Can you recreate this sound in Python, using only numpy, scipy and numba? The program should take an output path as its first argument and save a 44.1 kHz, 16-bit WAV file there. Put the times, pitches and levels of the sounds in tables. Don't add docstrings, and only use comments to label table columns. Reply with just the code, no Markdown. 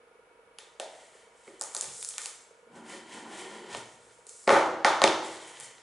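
import sys
import numpy as np
from scipy import signal
from scipy.fft import rfft, irfft
from scipy.io import wavfile
from scipy.ndimage import uniform_filter1d
from numba import njit

SR = 44100
rng = np.random.default_rng(int(sys.argv[2]) if len(sys.argv) > 2 else 0)


def log_audio(samples):
    frames = np.atleast_2d(samples).T
    limited = np.clip(frames, -1, 1)
    pcm = np.round(limited * 32767).astype(np.int16)
    wavfile.write(sys.argv[1], SR, pcm)


def invert_db(level):
    return 10 ** (np.asarray(level, dtype=float) / 20)


N = 256662

# centre in Hz, width in Hz, level in dB.
MOTOR_MODES = [(365, 40, -12), (470, 50, 0), (637, 20, -7), (947, 16, -1), (1250, 50, -8), (1420, 50, -2.5),
               (1690, 60, -11), (2250, 60, -3), (2590, 67, -15), (2940, 62, -19)]
MOTOR_HZ, MOTOR_DB = 25.02, -63
# frequency in Hz, density in dB per Hz.
AIR_SPECTRUM = [(20, -37), (45, -9), (90, -19.5), (250, -18.5), (600, -13.5), (1500, -17), (1950, -22),
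                (2800, -25.5), (4200, -34), (7000, -37.5), (10600, -32.5)]
AIR_DB = -62.5

# centre in Hz, width in Hz, level in dB.
CARD_MODES = [(114, 17, -8.5), (226, 130, -46), (298, 310, 3.5), (382, 58, 5.5), (528, 87, 3),
              (669, 240, 1), (843, 88, 0), (866, 180, -0.5), (1240, 300, 4.5), (1495, 87, 0.5),
              (1815, 94, 7), (2180, 260, 14.5)]
# centre in Hz, width in Hz, level in dB.
EDGE_MODES = [(2640, 1100, 3), (3520, 270, -0.5), (3600, 510, 2), (4790, 2200, 3.5)]
# centre in Hz, width in Hz, level in dB.
FILM_MODES = [(5010, 2300, -5.5), (7490, 1870, 3.5), (8800, 2060, 2.5), (10480, 1270, -4.5)]
# thud in dB, edge in dB, snap in dB.
ECHO_DB = (-10.5, -29, -15)
ECHO_S = 0.01
# thud in dB, edge in dB, snap in dB.
SEND_DB = (3, 2.5, -1)

# start in seconds, snap in dB, jolt of the card edge in dB.
SNAPS = [(0.586, -41, -28), (1.596, -45, -55), (1.6209, -28, -37), (1.637, -30.5, -41), (1.7754, -31, -44),
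         (1.7975, -51, -39), (1.81, -23.5, -35), (1.8877, -51, -31), (2.012, -38, -55), (2.027, -29.5, -41),
         (2.0477, -27.5, -34.5), (2.0882, -30, -36), (2.1075, -43, -36), (2.1382, -56, -32),
         (2.2165, -34, -50), (2.2404, -45, -44), (2.3014, -44, -48), (3.7694, -37, -43), (3.857, -51, -67),
         (4.0184, -64, -57), (4.2675, -42.5, -48), (4.2895, -46, -57), (4.293, -37.5, -47),
         (5.3694, -55, -35), (5.5712, -54, -32), (5.5997, -35, -34), (5.6077, -37, -33), (5.7815, -68, -40)]
SNAP_THUD_DB, SNAP_SEND_DB, SNAP_OCTAVE = -16.5, -6.5, 2.313
FAINT_DB, FAINT_SEND = -31.5, 0.37
# start in seconds, snap in dB, jolt of the card edge in dB, thud in dB,
# thud pitch in octaves over 200 Hz.
TUGS = [
    (0.7986, -31.5, -21, -35.5, 2.2),
    (1.6117, -24.5, -31, -36, 2.06),
    (1.7486, -24.5, -29, -35.5, 2.03),
    (1.7657, -26.5, -42, -43, 1.8),
    (1.8233, -37, -25.5, -43.5, 1.54),
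    (1.8419, -34.5, -26.5, -39, 2.36),
    (2.1814, -25, -18.5, -31, 2.69),
    (2.2581, -27.5, -25, -47, 2.08),
]
TUG_SEND_DB = -7.5
# start in seconds, thud in dB, edge click over the thud in dB,
# thud pitch in octaves over 200 Hz, room send in dB.
KNOCKS = [(1.4775, -40, -7.5, 0.73, -7), (2.7601, -55, -1, .83, 3), (2.9205, -51, 10, 1.03, 5.5),
          (3.7282, -46, 15, 2.7, 3), (3.7479, -29.5, 7, 1.7, -12), (3.7574, -41, -2.5, 0.84, -11.5),
          (4.0944, -64, 15, 3.2, 1.5), (4.8465, -9, 4.5, 2.2, -6.5), (5.0178, -9.5, 3.5, 2.13, -8),
          (5.0395, -7, 8.5, 1.56, -12.5), (5.0762, -23.5, 18, 0.76, -13.5)]
# start in seconds, thud in dB, edge click over the thud in dB,
# thud pitch in octaves over 200 Hz.
LANDING = [
    (4.4718, -35, 0, 1.8),
    (4.476, -13.5, 0, 1.73),
    (4.4928, -9.5, -21, 2.1),
    (4.5045, -11.5, -0.5, 1.8),
    (4.526, -19, -22, 1.3),
    (4.5364, -15.5, -21, 2.05),
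    (4.5476, -14.5, -28, 2.08),
    (4.5601, -19.5, -22, 1.95),
]
KNOCK_SNAP_DB, LANDING_SEND_DB = -26, -6

# peak in seconds, length in seconds, level in dB.
PEEL = [(.6, 0.026, -55), (1.1, 0.18, -80), (1.47, 0.095, -60), (1.79, 0.21, -39), (1.99, 0.3, -39),
        (2.1, 0.13, -42.5), (2.24, 0.12, -39.5), (2.4, 0.12, -57.5), (2.78, 0.21, -60.5),
        (3.38, 0.079, -61), (3.9, 0.15, -60), (4.1, 0.51, -64.5), (4.38, 0.29, -48), (4.53, 0.054, -49),
        (5.48, 0.13, -63.5), (5.64, 0.066, -44.5)]
# peak in seconds, length in seconds, level in dB.
FINGERS = [(.66, 0.3, -64), (.98, 0.37, -56), (1.17, 0.24, -61), (1.46, 0.56, -60.5), (1.7, 0.19, -59),
           (2.2, 0.17, -54), (2.92, 0.19, -46.5), (3.14, 0.21, -46.5), (3.36, 0.25, -45.5),
           (3.55, 0.39, -54.5), (3.74, 0.17, -47.5), (4.05, 0.78, -66.5), (4.53, .1, -44.5),
           (5.29, 0.29, -45.5), (5.46, 0.22, -50.5), (5.62, 0.38, -51)]
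# peak in seconds, length in seconds, level in dB.
BUMPS = [
    (1.03, 0.13, -79),
    (1.88, .14, -54),
    (3.76, 0.091, -49.5),
    (4.05, 0.35, -73),
    (5.17, .16, -62),
    (5.62, 0.37, -62),
]
RISE, FALL = 0.26, 0.36
# time in seconds, pitch in Hz, level in dB.
LID = [
    (2.66, 225, -77),
    (2.76, 223, -55),
    (2.9, 300, -59),
    (3.05, 310, -61.5),
    (3.15, 272, -53.5),
    (3.35, 326, -54.5),
    (3.55, 400, -54),
    (3.75, 378, -52.5),
    (3.95, 378, -97),
]
# centre in Hz, width in Hz, level in dB.
SLEEVE_MODES = [(510, 1200, -2.5), (938, 282, 7.5), (1071, 400, 3.5), (1420, 126, -2)]
# centre in Hz, width in Hz, level in dB.
SKIN_MODES = [(1875, 204, 0.5), (2310, 520, -1), (3100, 270, 1.5), (3860, 3600, 3.5)]
FINGER_DRAG_DB, FINGER_FILM_DB, PEEL_SKIN_DB = -7, -1, -22
LID_DRAG_DB, LID_SKIN_DB, LID_RUMBLE_DB, LID_SEAM_DB = 3, -5, -20.5, -6

# centre in Hz, width in Hz, peak in dB, room send in dB.
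POP = (585, 298, -28.5, -0.5)
POP_S = 0.7995
# frequency in Hz, 60 dB decay in seconds, level in dB.
TABLE_MODES = [(222.8, 0.16, -7.5), (325.2, 0.81, -15), (561.3, 0.4, -17), (868, 0.21, -14.5)]
# band centre in Hz, 60 dB decay in seconds, level in dB.
ROOM = [(111, 0.87, 0), (300, 0.6, 2.5), (700, 0.58, 1.5), (1403, 0.5, 4.5), (3150, 0.5, -2),
        (6200, 0.47, -0.5), (10140, 0.3, -2.5)]
ROOM_SIDE_DB = (-15, -19.5, -16, -13, -9, -10, -6)
RUB_SEND_DB = -4.5
TOP_HZ = 10950


@njit
def svf(x, hz, width):
    y, b, l = np.empty(len(x)), 0., 0.
    for i in range(len(x)):
        g, k = np.tan(np.pi * hz[i] / SR), width / hz[i]
        v = (b + g * (x[i] - l)) / (1 + g * (g + k))
        b, l, y[i] = 2 * v - b, l + 2 * g * v, k * v
    return y


def band(x, hz, width):
    centre_hz = np.clip(hz * np.ones(len(x)), 20, .45 * SR)
    return svf(x + 1e-18, centre_hz, max(float(width), 5.))


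def band_twice(x, hz, width):
    return band(band(x, hz, width), hz, width)


def unit(x):
    return x / np.sqrt(np.mean(x ** 2))


def mode_answers(x, modes):
    return np.array([(-1) ** k * invert_db(db) * band(x, hz, width) / np.sqrt(width)
                     for k, (hz, width, db) in enumerate(modes)])


def ring(x, modes):
    return mode_answers(x, modes).sum(0)


def walk(rate_hz):
    hold = int(SR / rate_hz)
    steps = np.repeat(rng.standard_normal(N // hold + 1), hold)
    return 1.3 * uniform_filter1d(uniform_filter1d(steps, hold), hold)[:N]


def grains(per_s, spread_db, smooth):
    size = invert_db(spread_db * np.minimum(rng.exponential(size=N), 3))
    size = size * np.sign(rng.standard_normal(N))
    slips = unit((rng.random(N) < per_s / SR) * size)
    return unit(slips + smooth * rng.standard_normal(N))


def strokes(table):
    t = np.arange(N) / SR
    pressure = np.zeros(N)
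    for s, length_s, db in table:
        spread_s = length_s * np.where(t < s, RISE, FALL)
        pressure += invert_db(db) * np.exp(-((t - s) / spread_s) ** 2)
    return pressure


def motor():
    turn = MOTOR_HZ * (np.arange(N) / SR - .031)
    gate = np.exp(-(turn % 1) / .14) + .5 * np.exp(-((turn + .5) % 1) / .1) + .15
    knock = np.diff(np.floor(turn), prepend=0) * invert_db(1.5 * walk(25))
    throb = unit(ring(gate * rng.standard_normal(N), MOTOR_MODES[:2]))
    throb = throb + 1.1 * unit(band_twice(knock, 470, 90))
    hum = ring((gate + 0.82) * rng.standard_normal(N), MOTOR_MODES[2:])
    hum = sum(band(hum, hz, 2 * width) for hz, width, _ in MOTOR_MODES[2:])
    return invert_db(MOTOR_DB) * (unit(throb) + invert_db(-5.0) * unit(hum)) * invert_db([[-1.0], [1.0]])


def air():
    hz = np.fft.rfftfreq(N, 1 / SR) + 1
    point_hz, point_db = np.transpose(AIR_SPECTRUM)
    colour = invert_db(np.interp(np.log(hz), np.log(point_hz), point_db))
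    apart = np.clip(hz / 1200, .25, .9)
    noise = rfft(rng.standard_normal((2, N)))
    mid, side = irfft(noise * colour * [np.ones(len(hz)), apart], N)
    return invert_db(AIR_DB) * unit(mid + side * np.array([[1], [-1]]))


def blows():
    rows = []
    for s, snap, jolt in SNAPS:
        send = SNAP_SEND_DB + FAINT_SEND * max(FAINT_DB - max(snap, jolt), 0)
        rows.append((s, jolt + SNAP_THUD_DB, jolt, snap, send, SNAP_OCTAVE))
    for s, snap, jolt, thud, pitch in TUGS:
        rows.append((s, thud, jolt, snap, TUG_SEND_DB, pitch))
    knocks = list(KNOCKS) + [(*row, LANDING_SEND_DB) for row in LANDING]
    for s, thud, click, pitch, send in knocks:
        rows.append((s, thud, thud + click, thud + click + KNOCK_SNAP_DB, send, pitch))
    return rows


def scattered(power):
    fold = irfft(.5 * np.log(power + 1e-24))
    half = len(fold) // 2
    fold[1:half] *= 2
    fold[half + 1:] = 0
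    return irfft(np.exp(rfft(fold)))


def hits():
    direct, send = np.zeros(N + SR), np.zeros(N + SR)
    push = (np.arange(SR // 10) == 0) * 1.
    bodies = [mode_answers(push, modes) for modes in (CARD_MODES, EDGE_MODES, FILM_MODES)]
    powers = [np.abs(rfft(body)) ** 2 for body in bodies]
    octave = np.log2(np.array(CARD_MODES)[:, 0] / 200)
    slip_n = np.arange(SR // 300)
    for s, thud_db, edge_db, snap_db, send_db, pitch in blows():
        slips = rng.standard_normal(len(slip_n)) ** 3 * np.exp(-slip_n / SR / .0005)
        slips[0] = 3.2
        tilt_db = (np.maximum(-12 * (octave - pitch) ** 2, -22), 0, 0)
        start, echo, power = int(s * SR), int((s + ECHO_S) * SR), 0
        for k, peak_db in enumerate((thud_db + 1.5, edge_db - 3, snap_db + 9)):
            weight = invert_db(2.0 * rng.standard_normal(len(bodies[k])) + tilt_db[k])
            clean = weight @ bodies[k]
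            tick = signal.fftconvolve(clean, slips)[:len(clean)]
            tick *= invert_db(peak_db) / np.abs(tick).max()
            direct[start:start + len(tick)] += tick
            direct[echo:echo + len(tick)] += tick * invert_db(ECHO_DB[k])
            gain = invert_db(2 * SEND_DB[k]) * np.sum(tick ** 2) / np.sum(clean ** 2)
            power = power + weight ** 2 @ powers[k] * gain
        send[start:start + len(tick)] += invert_db(send_db) * scattered(power)
    return direct[:N], send[:N]


def lid_cavity(drag, hz, slide, fingers):
    cavity = slide * unit(band(band(drag, hz, 177), hz, 200))
    groan = slide * invert_db(-5.0) * unit(band(band(drag, 239, 55), 198, 96))
    seam = (slide + fingers * (slide > 0)) * invert_db(LID_SEAM_DB)
    return cavity + groan + seam * unit(ring(drag, SKIN_MODES[::2])) / 2


def rubbing():
    t = np.arange(N) / SR
    peel, fingers, bumps = strokes(PEEL), strokes(FINGERS), strokes(BUMPS)
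    lid_s, lid_hz, lid_db = np.transpose(LID)
    slide = invert_db(np.interp(t, lid_s, lid_db, -200, -200))
    drag = grains(900, 4.15, 0.72)
    total = lid_cavity(drag, np.interp(t, lid_s, lid_hz), slide, fingers)
    sleeve = ring(drag, SLEEVE_MODES)
    skin = ring(grains(1500, 3.5, 1.5), SKIN_MODES)
    film = ring(grains(400, 3.0, 1.5), FILM_MODES)
    rumble = band(band(grains(230, 2.2, 0.2), 90, 170), 107, 230)
    layers = (
        (invert_db(FINGER_DRAG_DB) * fingers + invert_db(LID_DRAG_DB) * slide, sleeve),
        (fingers + invert_db(PEEL_SKIN_DB) * peel + invert_db(LID_SKIN_DB) * slide, skin),
        (peel + invert_db(FINGER_FILM_DB) * fingers, film),
        (bumps + invert_db(LID_RUMBLE_DB) * slide, rumble))
    for pressure, sound in layers:
        total = total + pressure * invert_db(1.2 * walk(40) - 6) * unit(sound)
    return invert_db(walk(40)) * total


def pop():
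    hz, width, db, _ = POP
    push = (np.arange(N) == int(POP_S * SR)) * 1.
    boom = band_twice(push, hz, width)
    return invert_db(db) * boom / np.abs(boom).max()


def table_top(x):
    t = np.arange(SR) / SR
    rings = sum(invert_db(db - 60 * t / t60) * np.sin(2 * np.pi * hz * t) for hz, t60, db in TABLE_MODES)
    return signal.fftconvolve(x, rings / np.sqrt(SR / 20))[:N]


def room(x):
    t = np.arange(SR) / SR
    tail = 0
    for (hz, t60, db), side_db in zip(ROOM, ROOM_SIDE_DB):
        mid, side = (unit(band_twice(rng.standard_normal(SR), hz, hz)) for _ in range(2))
        fade = invert_db(db - 60 * t / t60) * np.sqrt(hz)
        fade = fade * (1 + invert_db(-5.5 + 28 * t / t60))
        tail = tail + fade * (mid + invert_db(side_db) * side * np.array([[1], [-1]]))
    build = 1 - np.exp(-np.maximum(t - .002, 0) / 0.00086)
    tail = unit(tail * build) / np.sqrt(SR)
    return signal.fftconvolve(x[None], tail, axes=1)[:, :N]


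def scene():
    background = motor() + air()
    direct, send = hits()
    rub, boom = rubbing(), pop()
    walls = room(send + invert_db(RUB_SEND_DB) * rub + invert_db(POP[3]) * boom)
    return direct + rub + boom + table_top(send) + walls + background


def band_limit(x):
    return signal.sosfilt(signal.butter(12, 12300, fs=SR, output="sos"), x)


def record(dry):
    bass_cut = signal.butter(1, 120, "high", fs=SR, output="sos")
    top_cut = signal.cheby1(11, .5, TOP_HZ, fs=SR, output="sos")
    mix = signal.sosfilt(top_cut, signal.sosfilt(bass_cut, dry))
    return band_limit(mix)


dry = scene()
out = record(dry)
log_audio(out)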